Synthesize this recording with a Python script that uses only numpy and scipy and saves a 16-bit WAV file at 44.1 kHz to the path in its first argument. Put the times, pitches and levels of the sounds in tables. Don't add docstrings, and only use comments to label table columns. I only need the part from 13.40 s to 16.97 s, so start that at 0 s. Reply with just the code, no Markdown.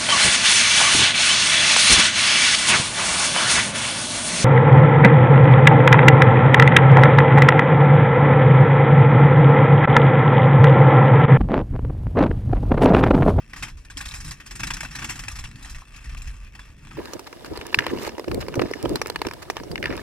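import sys
import numpy as np
from scipy import signal
from scipy.fft import rfft, irfft
from scipy.io import wavfile
from scipy.ndimage import uniform_filter1d

SR = 44100
rng = np.random.default_rng(int(sys.argv[2]) if len(sys.argv) > 2 else 0)


def wav_out(sig):
    wavfile.write(sys.argv[1], SR, np.round(np.clip(np.atleast_2d(sig).T, -1, 1) * 32767).astype(np.int16))


def how_loud(loudness_db):
    steps = np.asarray(loudness_db, float) / 20
    return 10 ** steps


N = 157437
CLICKS_PER_S, CLICK_SCATTER_DB, BIGGEST_CLICK_DB = 3000, 4.5, 11


def curve(table, col):
    rows = np.array(table)
    return np.interp(np.arange(N) / SR, rows[:, 0], rows[:, col])


def shape(table):
    rows = np.array(table)
    log_hz = np.log(np.arange(N // 2 + 1) * SR / N + 1)
    return how_loud(np.interp(log_hz, np.log(rows[:, 0]), rows[:, 1]))


def unit(x):
    return x / np.sqrt(np.mean(x ** 2))


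def colour(x, table):
    below = (table[0][0] / 2, table[0][1] - 30)
    above = (table[-1][0] * 2, table[-1][1] - 40)
    return unit(irfft(rfft(x) * shape([below] + list(table) + [above]), N))


def walk(rate_hz):
    hold = int(SR / rate_hz)
    steps = np.repeat(rng.standard_normal(N // hold + 1), hold)
    return 1.3 * uniform_filter1d(uniform_filter1d(steps, hold), hold)[:N]


def clicks(rate_hz, scatter_db):
    hit, sign, size = rng.random((3, 2, N))
    size_db = np.minimum(-scatter_db * np.log(1 - size), BIGGEST_CLICK_DB)
    return unit((hit < rate_hz / SR) * np.sign(sign - .5) * how_loud(size_db))


def treble(x, hz):
    kind = "low" if np.isscalar(hz) else "band"
    return signal.sosfilt(signal.butter(2, hz, kind, fs=SR, output="sos"), x)


# f/Hz, level/dB
AIR = [(200, 34), (650, 18), (1840, -60), (4260, -43), (15000, -6)]


def far_road():
    return colour(rng.standard_normal((2, N)), AIR) * how_loud(-63.5 + walk(2.5))


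# f/Hz, level/dB
WIND = [(18, -4), (45, 4), (70, -3.5), (130, -15), (220, -31.5)]
# t/s, level/dB
GUST = [(0, -42), (.07, -54), (.15, -46), (.39, -38.5), (.48, -47), (.55, -41.5), (.88, -37.5),
        (.96, -50.5), (1.27, -36), (1.45, -41.5), (1.8, -45.5), (2.05, -34), (2.14, -48), (2.36, -33),
        (2.45, -49.5), (2.76, -32), (2.92, -34.5), (3.33, -48)]


def wind():
    puffs = colour(rng.standard_normal((2, N)), WIND)
    level = np.sqrt(uniform_filter1d(puffs ** 2, SR // 5))
    return puffs / level * how_loud(curve(GUST, 1) + 2.0 * walk(24.92))


# t/s, level/dB, f/Hz
SINGING = [
    (1.435, -39, 820),
    (2.049, -39, 2470),
    (2.42, -47, 1080),
]


def singing():
    fall_s = 0.011
    t, out = np.arange(N) / SR, 0
    for at, db, hz in SINGING:
        env = (t > at) * np.exp(-np.maximum(t - at, 0) / fall_s)
        scrape = treble(clicks(CLICKS_PER_S, CLICK_SCATTER_DB), [hz / 1.2, hz * 1.2])
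        out = out + how_loud(db) * env * unit(scrape)
    return out


def blows(table, cycles, crack_db):
    crack_s, crack_hz = 0.0011, 6000
    out, t = np.zeros((2, N + SR)), np.arange(SR // 8) / SR
    for at, db, hz in table:
        turn = 2 * np.pi * hz * t
        env = np.exp(-hz * t / cycles) * np.minimum(hz * t, 1)
        body = env * np.array([np.sin(turn), np.cos(turn)])
        crack = how_loud(crack_db) * np.exp(-t / crack_s) * rng.standard_normal((2, len(t)))
        i = int(at * SR)
        out[:, i:i + len(t)] += how_loud(db - 6) * (body + treble(crack, crack_hz))
    return out[:, :N]


# t/s, peak level/dB, f/Hz
TICKS = [
    (2.158, -28, 2000),
    (2.26, -23.5, 800),
    (2.696, -27, 1800),
    (2.749, -22, 1200),
    (2.845, -30, 1800),
    (2.296, -33, 8000),
]


def grit_ticks():
    return blows(TICKS, cycles=0.79, crack_db=-5)


# t/s, peak level/dB, f/Hz
THUMPS = [
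    (.225, -33, 180),
    (.563, -30, 281),
    (.842, -24.5, 152),
    (.9, -32.5, 133.6),
    (1.26, -34.5, 159),
    (1.4, -37.5, 262.5),
    (1.502, -29.5, 147),
    (1.85, -29, 105),
    (3.139, -40, 197),
]


def deck_thumps():
    return blows(THUMPS, cycles=4.15, crack_db=-60)


# t/s, peak level/dB, f/Hz
KNOCKS = [(0.135, -19, 1904), (0.236, -16.5, 2123), (0.485, -40, 2450), (0.501, -26.5, 1620),
          (0.571, -21.5, 3230), (0.606, -19, 1620), (0.658, -22.5, 3520), (0.689, -22, 3830),
          (0.712, -21.5, 3800), (0.739, -28.5, 2580), (0.804, -32, 5920), (0.91, -18, 4970),
          (1.0, -32, 1760), (1.11, -27, 1720), (1.196, -24, 1550), (1.205, -20, 1840), (1.233, -19, 2470),
          (1.272, -23, 1830), (1.304, -15, 1616), (1.337, -11, 5550), (1.369, -34, 1480),
          (1.408, -20, 1570), (1.432, -27, 845), (1.45, -20, 1540), (1.551, -22, 1750), (1.586, -25, 1570),
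          (1.622, -27.5, 2720), (1.644, -22.5, 2705), (1.694, -24, 2660), (1.705, -20, 2000),
          (1.793, -26, 2850), (1.837, -23, 1943), (1.882, -21, 2440), (1.915, -32.5, 1190),
          (1.956, -25, 1900), (2.159, -40, 1610), (2.225, -39, 1780), (2.247, -26.5, 1840),
          (2.258, -34, 1865), (2.297, -37, 1790), (2.309, -36, 1746), (2.346, -33, 2570),
          (2.364, -32, 1870), (2.385, -30, 1880), (2.696, -32.5, 2473), (2.75, -32.5, 1190),
          (2.77, -31, 2530), (2.818, -31, 2470), (2.845, -39, 1860), (2.872, -45, 2650), (3.068, -39, 2560),
          (3.152, -37, 2640), (3.192, -29.5, 1700), (3.516, -29, 1280)]


def edge_knocks():
    return blows(KNOCKS, cycles=5.95, crack_db=-10)


# t/s, rolling level/dB, deck drumming level/dB
ROLL = [(0, -42, -44), (.23, -51, -41.5), (.54, -49.5, -54), (.6, -31, -60), (.76, -37, -49),
        (.89, -56, -33.5), (.96, -47, -46.5), (1.25, -37.5, -40.5), (1.8, -35, -40.5), (2.08, -33.5, -56),
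        (2.16, -40.5, -42.5), (2.35, -36.5, -56), (2.85, -37.5, -53), (3.36, -42, -53), (3.57, -40, -44.5)]


def rolling():
    chips_per_s, scatter_db, chip_s, chip_db = 150, 9, 0.0014, -3.5
    hits = np.abs(clicks(chips_per_s, scatter_db)[0])
    chips = unit(signal.lfilter([1], [1, -np.exp(-1 / (chip_s * SR))], hits))
    return how_loud(curve(ROLL, 1) - 4.5) * (how_loud(2.4 * walk(30.0)) + how_loud(chip_db) * chips)


# f/Hz, level/dB
DECK = [(80, -4.5), (125, 2), (200, -7), (290, -9.5), (380, -20)]


def deck(low):
    thud = how_loud(-24.5) * uniform_filter1d(low, int(0.017 * SR))
    drum = how_loud(curve(ROLL, 2) - 9 + 4.2 * walk(10))
    return colour(rng.standard_normal((2, N)), DECK) * (drum + thud)


# f/Hz, level/dB
GRIT = [(500, -16.5), (1600, 6.5), (2900, -5.5), (5500, -1.5), (9300, -5.5), (10200, -9.5), (15000, -30)]


def grit_and_spray(low, bright):
    split_hz, patch_db = 3820, 2.6
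    grit = colour(clicks(9000, 3.7), GRIT)
    edges_hz = split_hz * 1.1 ** np.arange(17)
    spray = 0
    for pair in zip(edges_hz, edges_hz[1:]):
        spray = spray + treble(grit, pair) * how_loud(patch_db * walk(90))
    return how_loud(-18) * low * treble(grit, split_hz) + how_loud(-4.5) * bright * unit(spray)


# t/s, peak level/dB, brightness level/dB, rattle length/s
JOLTS = [(0.096, -43, -17, 0.032), (0.132, -21.5, -24, 0.013), (0.16, -28.5, -15.5, 0.055),
         (0.224, -14, -18.5, 0.019), (0.267, -32.5, -28, 0.021), (0.28, -33.5, -12.5, 0.021),
         (0.37, -43, -12, 0.037), (0.448, -31.5, -15, 0.007), (0.499, -27, -18.5, 0.019),
         (0.57, -23, -8, 0.016), (0.608, -18.5, -15.5, 0.014), (0.654, -25.5, -8, 0.014),
         (0.682, -32.5, -0.5, 0.0079), (0.715, -26, -12, 0.0078), (0.737, -25.5, -12, 0.037),
         (0.801, -28.5, -11, 0.022), (0.843, -32, -9, 0.061), (0.878, -30, -15.5, 0.019),
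         (0.909, -24, -12.5, 0.014), (1.001, -23, -22, 0.011), (1.06, -27, -12.5, 0.016),
         (1.108, -23.5, -15, 0.014), (1.153, -26.5, -9, 0.015),
         (1.194, -17, -17.5, 0.0093), (1.203, -18.5, -12.5, 0.0062), (1.232, -11.5, -16.5, 0.011),
              (1.269, -16.5, -13, 0.0093), (1.304, -8.5, -17.5, 0.0077), (1.338, -19.5, -9.5, 0.009),
              (1.367, -15, -18, 0.0056), (1.405, -14.5, -13, 0.0066), (1.43, -19, -16, 0.0094),
              (1.447, -23.5, -19.5, 0.012), (1.509, -32.5, -17, 0.046), (1.552, -18.5, -14, 0.014),
              (1.586, -19.5, -19.5, 0.02), (1.619, -17.5, -22.5, 0.016), (1.642, -12.5, -15.5, 0.0099),
              (1.689, -20.5, -19, 0.008), (1.695, -17.5, -10, 0.0063), (1.703, -14.5, -21, 0.014),
              (1.755, -26.5, -11.5, 0.014), (1.791, -18, -13.5, 0.0074), (1.836, -16.5, -16.5, 0.003),
              (1.881, -15.5, -13.5, 0.0066), (1.913, -42, 4, 0.0088), (1.954, -29, -10, 0.02),
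              (1.986, -20.5, -14, 0.011), (2.039, -20, -17, 0.0078), (2.157, -26.5, -14, 0.0027),
         (2.226, -30.5, -6.5, 0.0079), (2.247, -32.5, -14, 0.022), (2.295, -32.5, -7.5, 0.023),
             (2.345, -31.5, -15.5, 0.0164), (2.383, -36.5, -12, 0.0065), (2.56, -29.5, -12.5, 0.0088),
             (2.641, -37, -16.5, 0.025), (2.693, -29, -21, 0.015), (2.746, -28.5, -27, 0.0039),
             (2.772, -37, -8.5, 0.017), (2.819, -31.5, -4, 0.0038), (2.872, -31, -13.5, 0.016),
             (3.15, -26.5, -16, 0.0066), (3.192, -25, -21.5, 0.0086), (3.47, -19, -20, 0.002),
             (3.509, -22.5, -54, 0.0045)]


def jolts():
    attack_s, fall_power = .0012, 1.3
    bright_attack_s, bright_fall_power = .0025, 1.44
    tail_db, tail_s = -21, 0.047
    low, bright, new = np.zeros(N), np.zeros(N), np.zeros(N, int)
    t = np.arange(SR // 5) / SR
    tail = how_loud(tail_db) * np.exp(-t / tail_s)
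    for at, db, bright_db, length_s in JOLTS:
        i, age = int(at * SR), t / max(length_s, .002)
        knock = (1 - np.exp(-t / attack_s)) * (np.exp(-age ** fall_power) + tail)
        bright_fall = np.exp(-(age / 1.03) ** bright_fall_power)
        jingle = (1 - np.exp(-t / bright_attack_s)) * (bright_fall + tail)
        low[i:i + len(t)] += how_loud(db) * knock[:N - i]
        bright[i:i + len(t)] += how_loud(db + bright_db) * jingle[:N - i]
        new[i] = 1
    settlings = np.arange(N) // (SR // 20)
    return low, bright, np.cumsum(new) + settlings


def ring(env, modes, which):
    mode_scatter_db, together, longest_t60_s = 3, 0.24, .06
    luck = rng.standard_normal((512, len(modes)))
    taps, out = clicks(CLICKS_PER_S, CLICK_SCATTER_DB), 0
    for k, (hz, db, t60_s) in enumerate(modes):
        r = np.exp(-np.log(1000) / (min(t60_s, longest_t60_s) * SR))
        poles = [1, -2 * r * np.cos(2 * np.pi * hz / SR), r * r]
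        gain = how_loud(db + mode_scatter_db * luck[which, k]) * np.sqrt(1 - r) * env
        own = np.roll(taps, (k + 1) * (N // 20), axis=1)
        out = out + signal.lfilter([1, 0, -1], poles, gain * (together * taps + own))
    return out


# f/Hz, level/dB, t60/s
AXLE = [(1200, -29.5, .03), (2650, -32, 0.042)]
# f/Hz, level/dB, t60/s
FRAME = [(853, -20.5, 0.028), (961, -15, 0.018), (1128, -9, 0.014), (1340, -37, 0.012),
         (1670, -17.5, 0.053), (1785, -13, 0.072), (1887, -6, 0.011), (2234, -11, 0.032),
         (2445, -8.5, 0.014), (2685, -22, 0.0825), (3140, -19, 0.062), (3190, -22, 0.025),
         (3430, -16.5, 0.05), (3800, -24, 0.092)]
# f/Hz, level/dB, t60/s
BOLTS = [(4970, -21, 0.047), (5134, -12, 0.026), (5270, -4.5, 0.0095), (5680, -7, 0.033),
         (6540, -13, 0.019), (7460, -4, 0.0043)]


def scooter():
    low, bright, which = jolts()
    roll = rolling()
    low, bright = low + roll, bright + how_loud(-19.0) * roll
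    axle = ring(roll, AXLE, which)
    frame = how_loud(-19.5) * ring(low, FRAME, which)
    bolts_db = -7.5 - 0.45 * np.arange(N) / SR
    bolts = how_loud(bolts_db) * ring(bright, BOLTS, which)
    return axle + frame + bolts + grit_and_spray(low, bright) + deck(low)


def port(peaks, lag_s):
    f, out = np.arange(N // 2 + 1) * SR / N, 1
    for hz, width_hz, db in peaks:
        damping = 1j * f * width_hz
        out = out * (1 + (how_loud(db) - 1) * damping / (hz ** 2 - f ** 2 + damping))
    return out * np.exp(-2j * np.pi * f * lag_s)


# f/Hz, side level/dB
SPREAD = [(40, -22), (250, -17), (550, 1), (1200, -14), (2500, -7), (8000, -8), (12000, -1)]
# f/Hz, width/Hz, boost level/dB
LEFT_PORT = [(770, 200, 5), (2670, 240, 10), (3300, 500, 4), (8300, 1200, 4)]
RIGHT_PORT = [(1780, 390, 1.7), (6000, 100, 1.3), (14000, 9200, 5.35)]


def scene():
    outdoors = far_road() + wind()
    struck = singing() + grit_ticks() + deck_thumps() + edge_knocks()
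    mid, side = rfft(outdoors + struck + scooter())
    side = side * shape(SPREAD)
    left = (mid + side) * port(LEFT_PORT, lag_s=0)
    right = (mid - side) * port(RIGHT_PORT, lag_s=.00005)
    return irfft(np.array([left, right]), N)


def top_cut(x):
    return signal.sosfilt(signal.butter(12, 16330, fs=SR, output="sos"), x)


def record(dry):
    top = signal.ellip(6, .3, 40, 15200, fs=SR, output="sos")
    return top_cut(signal.sosfilt(top, dry))


dry = scene()
out = record(dry)
wav_out(out)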